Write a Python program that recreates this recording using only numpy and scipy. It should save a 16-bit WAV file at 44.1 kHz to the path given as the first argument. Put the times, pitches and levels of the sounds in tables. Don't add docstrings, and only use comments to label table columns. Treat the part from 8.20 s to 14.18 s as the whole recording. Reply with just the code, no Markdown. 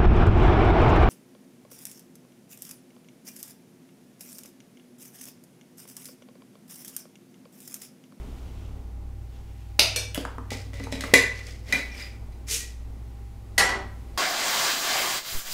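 import sys
import numpy as np
from scipy import signal
from scipy.fft import rfft, irfft, next_fast_len
from scipy.io import wavfile
from scipy.ndimage import map_coordinates

SR = 44100
rng = np.random.default_rng(int(sys.argv[2]) if len(sys.argv) > 2 else 0)


def boost(x):
    u = np.asarray(x, float) / 20
    return 10 ** u


def int16_out(signal):
    q = np.round(np.clip(np.atleast_2d(signal).T, -1, 1) * 32767)
    wavfile.write(sys.argv[1], SR, q.astype(np.int16))


N = 263529

# start_s, level_db, centre_hz, thud_db, treble_db
CAP_CONTACTS = [(1.5918, -13.5, 1300, 0, -16), (1.5944, 1.5, 3600, -13, -12),
                (1.657, -29.5, 3600, -20, -12), (1.7094, -32.5, 5000, -12, -31), (1.946, -20, 2700, -6, -2),
                (1.956, -23.5, 1700, 0, -10), (1.9765, -26, 3600, -4.5, -17)]
# start_s, level_db, centre_hz, thud_db, treble_db
GLASS_HITS = [(1.7607, -13.5, 3520, -3.5, -11.5)]
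# start_s, level_db, centre_hz, thud_db, treble_db
BOARD_HITS = [(1.977, -16, 300, -6, -33), (2.011, -27.5, 385, -14, -24), (2.051, -18, 1050, -17, -26),
              (2.182, -23.5, 1150, 0, -28), (2.318, -23, 860, 3, -12), (2.465, -39, 280, 0, -30),
              (2.605, -32, 280, 0, -30), (2.669, -30, 900, 3, -26), (2.838, -20, 1300, -13.5, -20),
              (2.9365, -5.5, 400, -8, -19)]
# start_s, level_db, centre_hz, thud_db, treble_db, ring_db (how freely the pot rings)
LID_HITS = [(2.305, -28, 3000, -19, -2, -9), (2.533, -37, 1900, 7, -10, -10),
            (2.599, -34, 2030, 8, -22, -13), (2.638, -38, 6100, 3, -14, -2),
            (2.7245, -23.5, 3600, 5, -12, -10), (2.755, -33, 2200, -5, -15, -10),
            (2.808, -23, 2800, -12, -5, -16), (2.838, -31, 2000, 6, -11, -8.5),
            (2.939, -1.5, 1980, -20, -5, -11.5), (3.024, -25.5, 2020, -23, -1.5, -6),
            (3.19, -33.5, 2500, -7, -13.5, -8.5), (3.5245, -19, 2420, -13, -2.5, .8),
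            (3.8, -33, 2350, -25, -12, -8), (4.122, -53.5, 4500, -14, -1.2, -3)]
# start_s, level_db, centre_hz, thud_db, treble_db
GRIT_CATCHES = [(2.638, -40, 2400, -40, -30), (3.717, -44, 5500, -40, -30), (3.745, -37, 2300, -40, -30),
                (3.772, -42, 5000, -40, -20), (3.795, -43, 3500, -40, -30), (3.821, -35, 4950, -40, -25),
                (3.862, -42, 2400, -40, -30)]
# start_s, level_db, centre_hz, thud_db, treble_db
METAL_HITS = [(5.379, -14, 1950, -8, -11), (5.398, -20, 800, -18.5, -26), (5.49, -25, 1000, -7, -41),
              (5.555, -33, 196, 3, -35)]
# mode_hz, level_db, t60_s
CAP_MODES = [(644, 1, 0.035), (1000, -2.2, 0.022), (2010, -5, 0.015), (2900, -3, 0.008), (3200, 1.5, 0.01),
             (3370, -5, .015), (3780, -8, 0.01), (4480, 1.5, 0.01), (4650, 1.5, 0.014), (6560, -3, .008),
             (8560, -8, 0.0053)]
GLASS_MODES = [(494, 3.5, 0.063), (605, 3, 0.041), (2320, 0.5, 0.085), (3250, -2, .03), (3600, -2, 0.036),
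               (4312, 0, 0.075), (5184, -2, .08), (5805, 1.5, 0.075), (6455, 0, .07), (8619, -0.7, 0.11),
               (11140, -6.5, 0.18), (11930, -1.5, 0.066), (12960, 0, .08)]
BOARD_MODES = [(248, -6.5, 0.02), (268.5, 2, .08), (398.6, -3, .06), (463, .5, .07), (900, -5, 0.035),
               (1190, -2, .015), (1460, -11.5, .02)]
POT_MODES = [(269.8, 1, 0.13), (390.6, -8, 0.068), (456, -12, 0.23), (558, -8, 0.13), (1150, -11, 0.024),
             (1506, -10.5, 0.07), (1865, -12, 0.033), (1985, -1.5, 0.075), (2015, -5, 0.11),
             (2240, -5.5, 0.07), (2400, -10, .12), (3200, -18, .03), (3500, -19.5, .1), (3915, -7, 0.06),
             (4080, -14, .1), (4650, -14.5, .05), (5000, -14, .1), (6060, -16.5, .04), (6330, -16, 0.055)]
METAL_MODES = [(387.8, -6, 0.3), (790, .5, 0.14), (581, -8, .2), (915, -9, .15), (1000, -8, .18),
               (1064, -8.5, .18), (1168, -5, .15), (1335, -5, .2), (1486, -6, 0.2), (1658, -6, .12),
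               (1830, -3, .12), (1925, 2.5, 0.1), (1970, 5, 0.14), (2126, 3, 0.09), (2557, -6, 0.12),
               (2891, -6.5, 0.26), (3900, -8, 0.13), (4300, -6, 0.18), (4420, -2, .07), (5530, -7, .2),
               (5750, -4, .08), (6476, 8, .04), (7430, 2, 0.16), (8160, -11, .08), (9600, 4, 0.06),
               (11970, 3, .04)]
# peak_s, ring_db, rise_s, hiss_db, rumble_db (last two over the ring)
POT_RUBS = [(2.322, -42.5, .022, 1.5, -1.5), (2.542, -51, .009, -2, -3), (2.63, -53, .08, -6, -3),
            (2.725, -48, .03, -4.5, -2), (2.87, -46.5, .13, -13, 5), (3.17, -51, .08, 1.2, -4),
            (3.28, -49, .045, 1.5, -3.5), (3.516, -44, .08, -5, 1.2), (3.535, -35, .01, -8.5, 0),
            (3.814, -44, .13, -5, -6), (4.285, -46, .02, -1.2, -12), (4.42, -53, .1, 3, -6)]
# freq_hz, density_db_per_hz
GRIT_SPECTRUM = [(1760, -33), (3000, -12.5), (3520, -3), (3820, -6.5), (5030, 0.5), (9100, -12.5),
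                 (15600, -29.5)]
# peak_s, level_db, rise_s, hold_s, fade_db_per_s
HAND_STROKE = (4.32, -27.5, .057, .032, 215)
# freq_hz, density_db_per_hz
SKIN_SPECTRUM = [(180, -61), (300, -26), (372, -12), (446, -1), (621, -29), (1140, -22), (2180, -6.5),
                 (4290, -5.5), (6070, 0.5), (11200, -8), (15600, -18)]
# peak_s, level_db, rise_s, hold_s, fade_db_per_s
RUSTLES = [(0.01, -64, .01, .45, 60), (1.138, -64, .06, .03, 200), (1.29, -70, .05, .03, 200),
           (1.402, -67, .04, .01, 120)]
# freq_hz, density_db_per_hz
RUSTLE_SPECTRUM = [(900, -30), (1400, -2), (2000, -8.5), (3000, -1), (4200, -8.5), (7000, -13),
                   (12000, -30.5)]
# start_s, length_s, from_hz, to_hz, level_db
GLIDES = [(3.15, .34, 470, 515, -51), (4.265, .045, 2400, 2350, -42), (4.385, .08, 1880, 1950, -47.5)]
# freq_hz, t60_s
WALL_DECAY = [(200, 0.39), (1000, 0.53), (3000, 0.43), (8000, 0.34), (15000, .22)]
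# pitch_hz, level_db, waver_db
HUM_TONES = [(59.2, -39.5, -1), (121, -55, 2.5), (272.5, -70.5, 0), (340, -67, 2), (800, -68.5, 4.2)]
# time_s, level_db, pitch_hz
LOW_TONE = [(0.0, -62, 106.9), (0.43, -41, 95.6), (0.65, -51, 94.8), (1.01, -41, 94.8), (1.11, -49, 95.7),
            (1.91, -41, 98.9), (2.1, -46, 97.5), (2.34, -39, 97.4), (3.48, -45, 98.0), (3.65, -59, 94.8),
            (3.99, -47, 104.1), (4.33, -49, 98.7), (4.56, -58, 106.9), (4.68, -46, 105.6),
            (5.19, -50, 105.9), (5.39, -46, 96.6), (5.71, -48, 95.5), (5.98, -52, 106.9)]
# time_s, drone_db, hiss_db
BACKGROUND = [(0.0, -39.5, -58.5), (0.35, -39.5, -60.5), (0.8, -45, -64.5), (1.3, -46.5, -62),
              (5.3, -45.5, -62.5), (5.97, -42.5, -59.5)]
# freq_hz, density_db_per_hz
DRONE_SPECTRUM = [(12, -43.5), (20, -2), (32, -15), (43, -8), (65, -14), (104, -16.5), (146, -22.5),
                  (270, -21.5), (312, -29), (416, -28), (498, -33), (783, -35.5), (1500, -44),
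                  (1950, -76.5), (3300, -120)]
HISS_SPECTRUM = [(400, -30), (800, -10), (1300, -18.5), (2000, -11), (3200, -16.5), (6000, -19),
                 (10000, -22), (15600, -25)]


def unit(x):
    return x / np.sqrt(np.mean(x ** 2) + 1e-20)


def along(points, hz):
    f, v = np.transpose(points)
    return np.interp(np.log(hz + 1), np.log(f + 1), v)


def curves(rows):
    time_s, *columns = np.transpose(rows)
    return [np.interp(np.arange(N) / SR, time_s, column) for column in columns]


def wobble(rate_hz):
    knots = rng.standard_normal(int(N * rate_hz / SR) + 4)
    return map_coordinates(knots, [np.arange(N) * rate_hz / SR])


def filtered(x, response):
    size = next_fast_len(len(x) + 8192)
    return irfft(rfft(x, size) * response(np.fft.rfftfreq(size, 1 / SR)), size)[:len(x)]


def noise(spectrum, grain_db=0):
    grainy = rng.standard_normal(N) * boost(grain_db * wobble(300))
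    return unit(filtered(grainy, lambda hz: boost(along(spectrum, hz))))


def swell(peak_s, level_db, rise_s, hold_s, fade_db_per_s):
    late_s = np.arange(N) / SR - peak_s
    growth = np.clip(1 + late_s / rise_s, 0, 1) ** 1.5
    return growth * boost(level_db - fade_db_per_s * np.clip(late_s - hold_s, 0, None))


def bump(hz, centre_hz, width_octaves):
    return np.exp(-(np.log2((hz + 1) / centre_hz) / width_octaves) ** 2 / 2)


def room(x):
    hz, t, z = signal.stft(rng.standard_normal(SR * 3 // 4), SR, nperseg=256)
    decay = boost(-60 * t / along(WALL_DECAY, hz)[:, None])
    tail = signal.istft(z * decay, SR, nperseg=256)[1]
    tail *= 1 - np.exp(-np.arange(len(tail)) / SR / 0.0013)
    return signal.fftconvolve(x, tail / np.linalg.norm(tail))


def strikes(contacts, modes, ring_db, crack_db, treble_hz, crack_fade_s, rise_s, octaves, wet_db, flutter_db):
    out, t = np.zeros(N + 2 * SR), np.arange(SR // 3) / SR
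    for start_s, level_db, centre_hz, thud_db, treble_db, *own_ring_db in contacts:
        def colour(hz):
            bands = bump(hz, centre_hz, octaves) + boost(thud_db) * bump(hz, 380, 1.0)
            bands = bands + boost(treble_db) * bump(hz, treble_hz, 1.0)
            return bands / (1 + (hz / 14800) ** 6)

        fade = boost(-60 * t / crack_fade_s)
        burst = rfft(rng.standard_normal(len(t)) * fade)
        even_burst = irfft(burst / np.abs(burst) ** .7, len(t))
        crack = filtered(even_burst, colour) * np.sqrt(fade)
        crack *= np.linalg.norm(fade) / np.linalg.norm(crack)

        knots = rng.standard_normal((len(modes), 64))
        places = np.mgrid[:len(modes), :len(t)] * [[[1]], [[120 / SR]]]
        flutter = map_coordinates(knots, places, order=1)
        ring = np.zeros(len(t))
        for (mode_hz, mode_db, t60_s), shake in zip(modes, flutter):
            drive = colour(mode_hz) * (1 + boost(1.5) * bump(mode_hz, centre_hz, 0.05))
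            shake_db = flutter_db * shake * np.tanh(t / .02)
            ring += drive * boost(mode_db + shake_db - 60 * t / t60_s) * np.sin(2 * np.pi * mode_hz * t)

        blow = boost(crack_db) * crack + boost(ring_db + sum(own_ring_db)) * ring
        blow *= boost(level_db) * (1 - np.exp(-t / rise_s))
        answer = boost(wet_db) * room(blow)
        first = round(start_s * SR)
        out[first:][:len(t)] += blow
        out[first:][:len(answer)] += answer
    return out[:N]


def cap_snap():
    return strikes(CAP_CONTACTS, CAP_MODES, ring_db=-10.5, crack_db=-1.5, treble_hz=11500, crack_fade_s=0.012,
                   rise_s=0.00029, octaves=0.5, wet_db=0.3, flutter_db=0.5)


def lid_taps():
    return strikes(LID_HITS, POT_MODES, ring_db=0, crack_db=-.3, treble_hz=6500, crack_fade_s=0.016,
                   rise_s=0.0004, octaves=0.8, wet_db=-1.1, flutter_db=1.0)


def knocks():
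    return strikes(BOARD_HITS, BOARD_MODES, ring_db=-11, crack_db=-.5, treble_hz=6000, crack_fade_s=0.016,
                   rise_s=0.0011, octaves=0.5, wet_db=-5, flutter_db=3.3)


def glass_clink():
    return strikes(GLASS_HITS, GLASS_MODES, ring_db=-16, crack_db=.5, treble_hz=9000, crack_fade_s=0.013,
                   rise_s=0.00053, octaves=1.0, wet_db=1.8, flutter_db=3.5)


def set_down():
    return strikes(METAL_HITS, METAL_MODES, ring_db=-13.5, crack_db=-.5, treble_hz=7300, crack_fade_s=0.064,
                   rise_s=0.00087, octaves=1.5, wet_db=4.0, flutter_db=3.5)


def grit_chirps():
    return strikes(GRIT_CATCHES, POT_MODES, ring_db=-15, crack_db=0, treble_hz=6000, crack_fade_s=0.07,
                   rise_s=0.003, octaves=0.07, wet_db=-2, flutter_db=1.5)


def pot_body(hz, low_hz, high_hz):
    total = 0
    for mode_hz, mode_db, t60_s in POT_MODES:
        if low_hz < mode_hz < high_hz:
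            damping = 1j * hz * 14 / t60_s
            total = total + boost(mode_db) * damping / (mode_hz * mode_hz - hz * hz + damping)
    return total


def pot_rubbing():
    scrape = rng.standard_normal(N) * boost(1.3 * wobble(130))
    ring = unit(filtered(scrape, lambda hz: pot_body(hz, 1000, 3000)))
    rumble = unit(filtered(scrape, lambda hz: pot_body(hz, 1, 1000)))
    hiss = noise(GRIT_SPECTRUM, grain_db=4.5)
    out = np.zeros(N)
    for peak_s, level_db, rise_s, hiss_db, rumble_db in POT_RUBS:
        mix = ring + boost(hiss_db) * hiss + boost(rumble_db) * rumble
        out += swell(peak_s, level_db, rise_s, hold_s=0, fade_db_per_s=150) * mix
    return out


def brush():
    return swell(*HAND_STROKE) * noise(SKIN_SPECTRUM, grain_db=1.0)


def hoot():
    out = np.zeros(N)
    for start_s, length_s, from_hz, to_hz, level_db in GLIDES:
        progress = np.clip((np.arange(N) / SR - start_s) / length_s, 0, 1)
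        cycles = np.cumsum(from_hz + (to_hz - from_hz) * progress) / SR
        level = np.sin(np.pi * progress) * boost(level_db + 2.5 * wobble(25))
        out += level * np.sin(2 * np.pi * cycles)
    return out


def rustling():
    return sum(swell(*row) for row in RUSTLES) * noise(RUSTLE_SPECTRUM, grain_db=2.2)


def motor_tone(cycles, level_db, drift_cycles):
    phase = cycles + drift_cycles * wobble(2.7)
    return np.sqrt(2) * boost(level_db) * np.sin(2 * np.pi * phase)


def fridge():
    t = np.arange(N) / SR
    low_db, low_hz = curves(LOW_TONE)
    out = motor_tone(np.cumsum(low_hz) / SR, low_db + 1.5 * wobble(6), .1)
    for pitch_hz, level_db, waver_db in HUM_TONES:
        out += motor_tone(pitch_hz * t, level_db + waver_db * wobble(5), .06)
    return out


def room_air():
    drone_db, hiss_db = curves(BACKGROUND)
    drone = boost(drone_db + 1.1 * wobble(8.7)) * noise(DRONE_SPECTRUM)
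    return drone + boost(hiss_db) * noise(HISS_SPECTRUM)


def scene():
    hits = cap_snap() + lid_taps() + knocks() + glass_clink() + set_down() + grit_chirps()
    rubbing = pot_rubbing() + brush() + hoot() + rustling()
    rubbing_answer = boost(-7.5) * room(rubbing)[:N]
    return (hits + rubbing + rubbing_answer + fridge() + room_air())[None]


def top_cut(x):
    return signal.sosfilt(signal.butter(12, 15720, fs=SR, output="sos"), x)


def record(dry):
    limited = filtered(dry[0], lambda hz: hz < 15750)
    mix = np.clip(limited, -1, 1)[None]
    return top_cut(mix)


dry = scene()
out = record(dry)
int16_out(out)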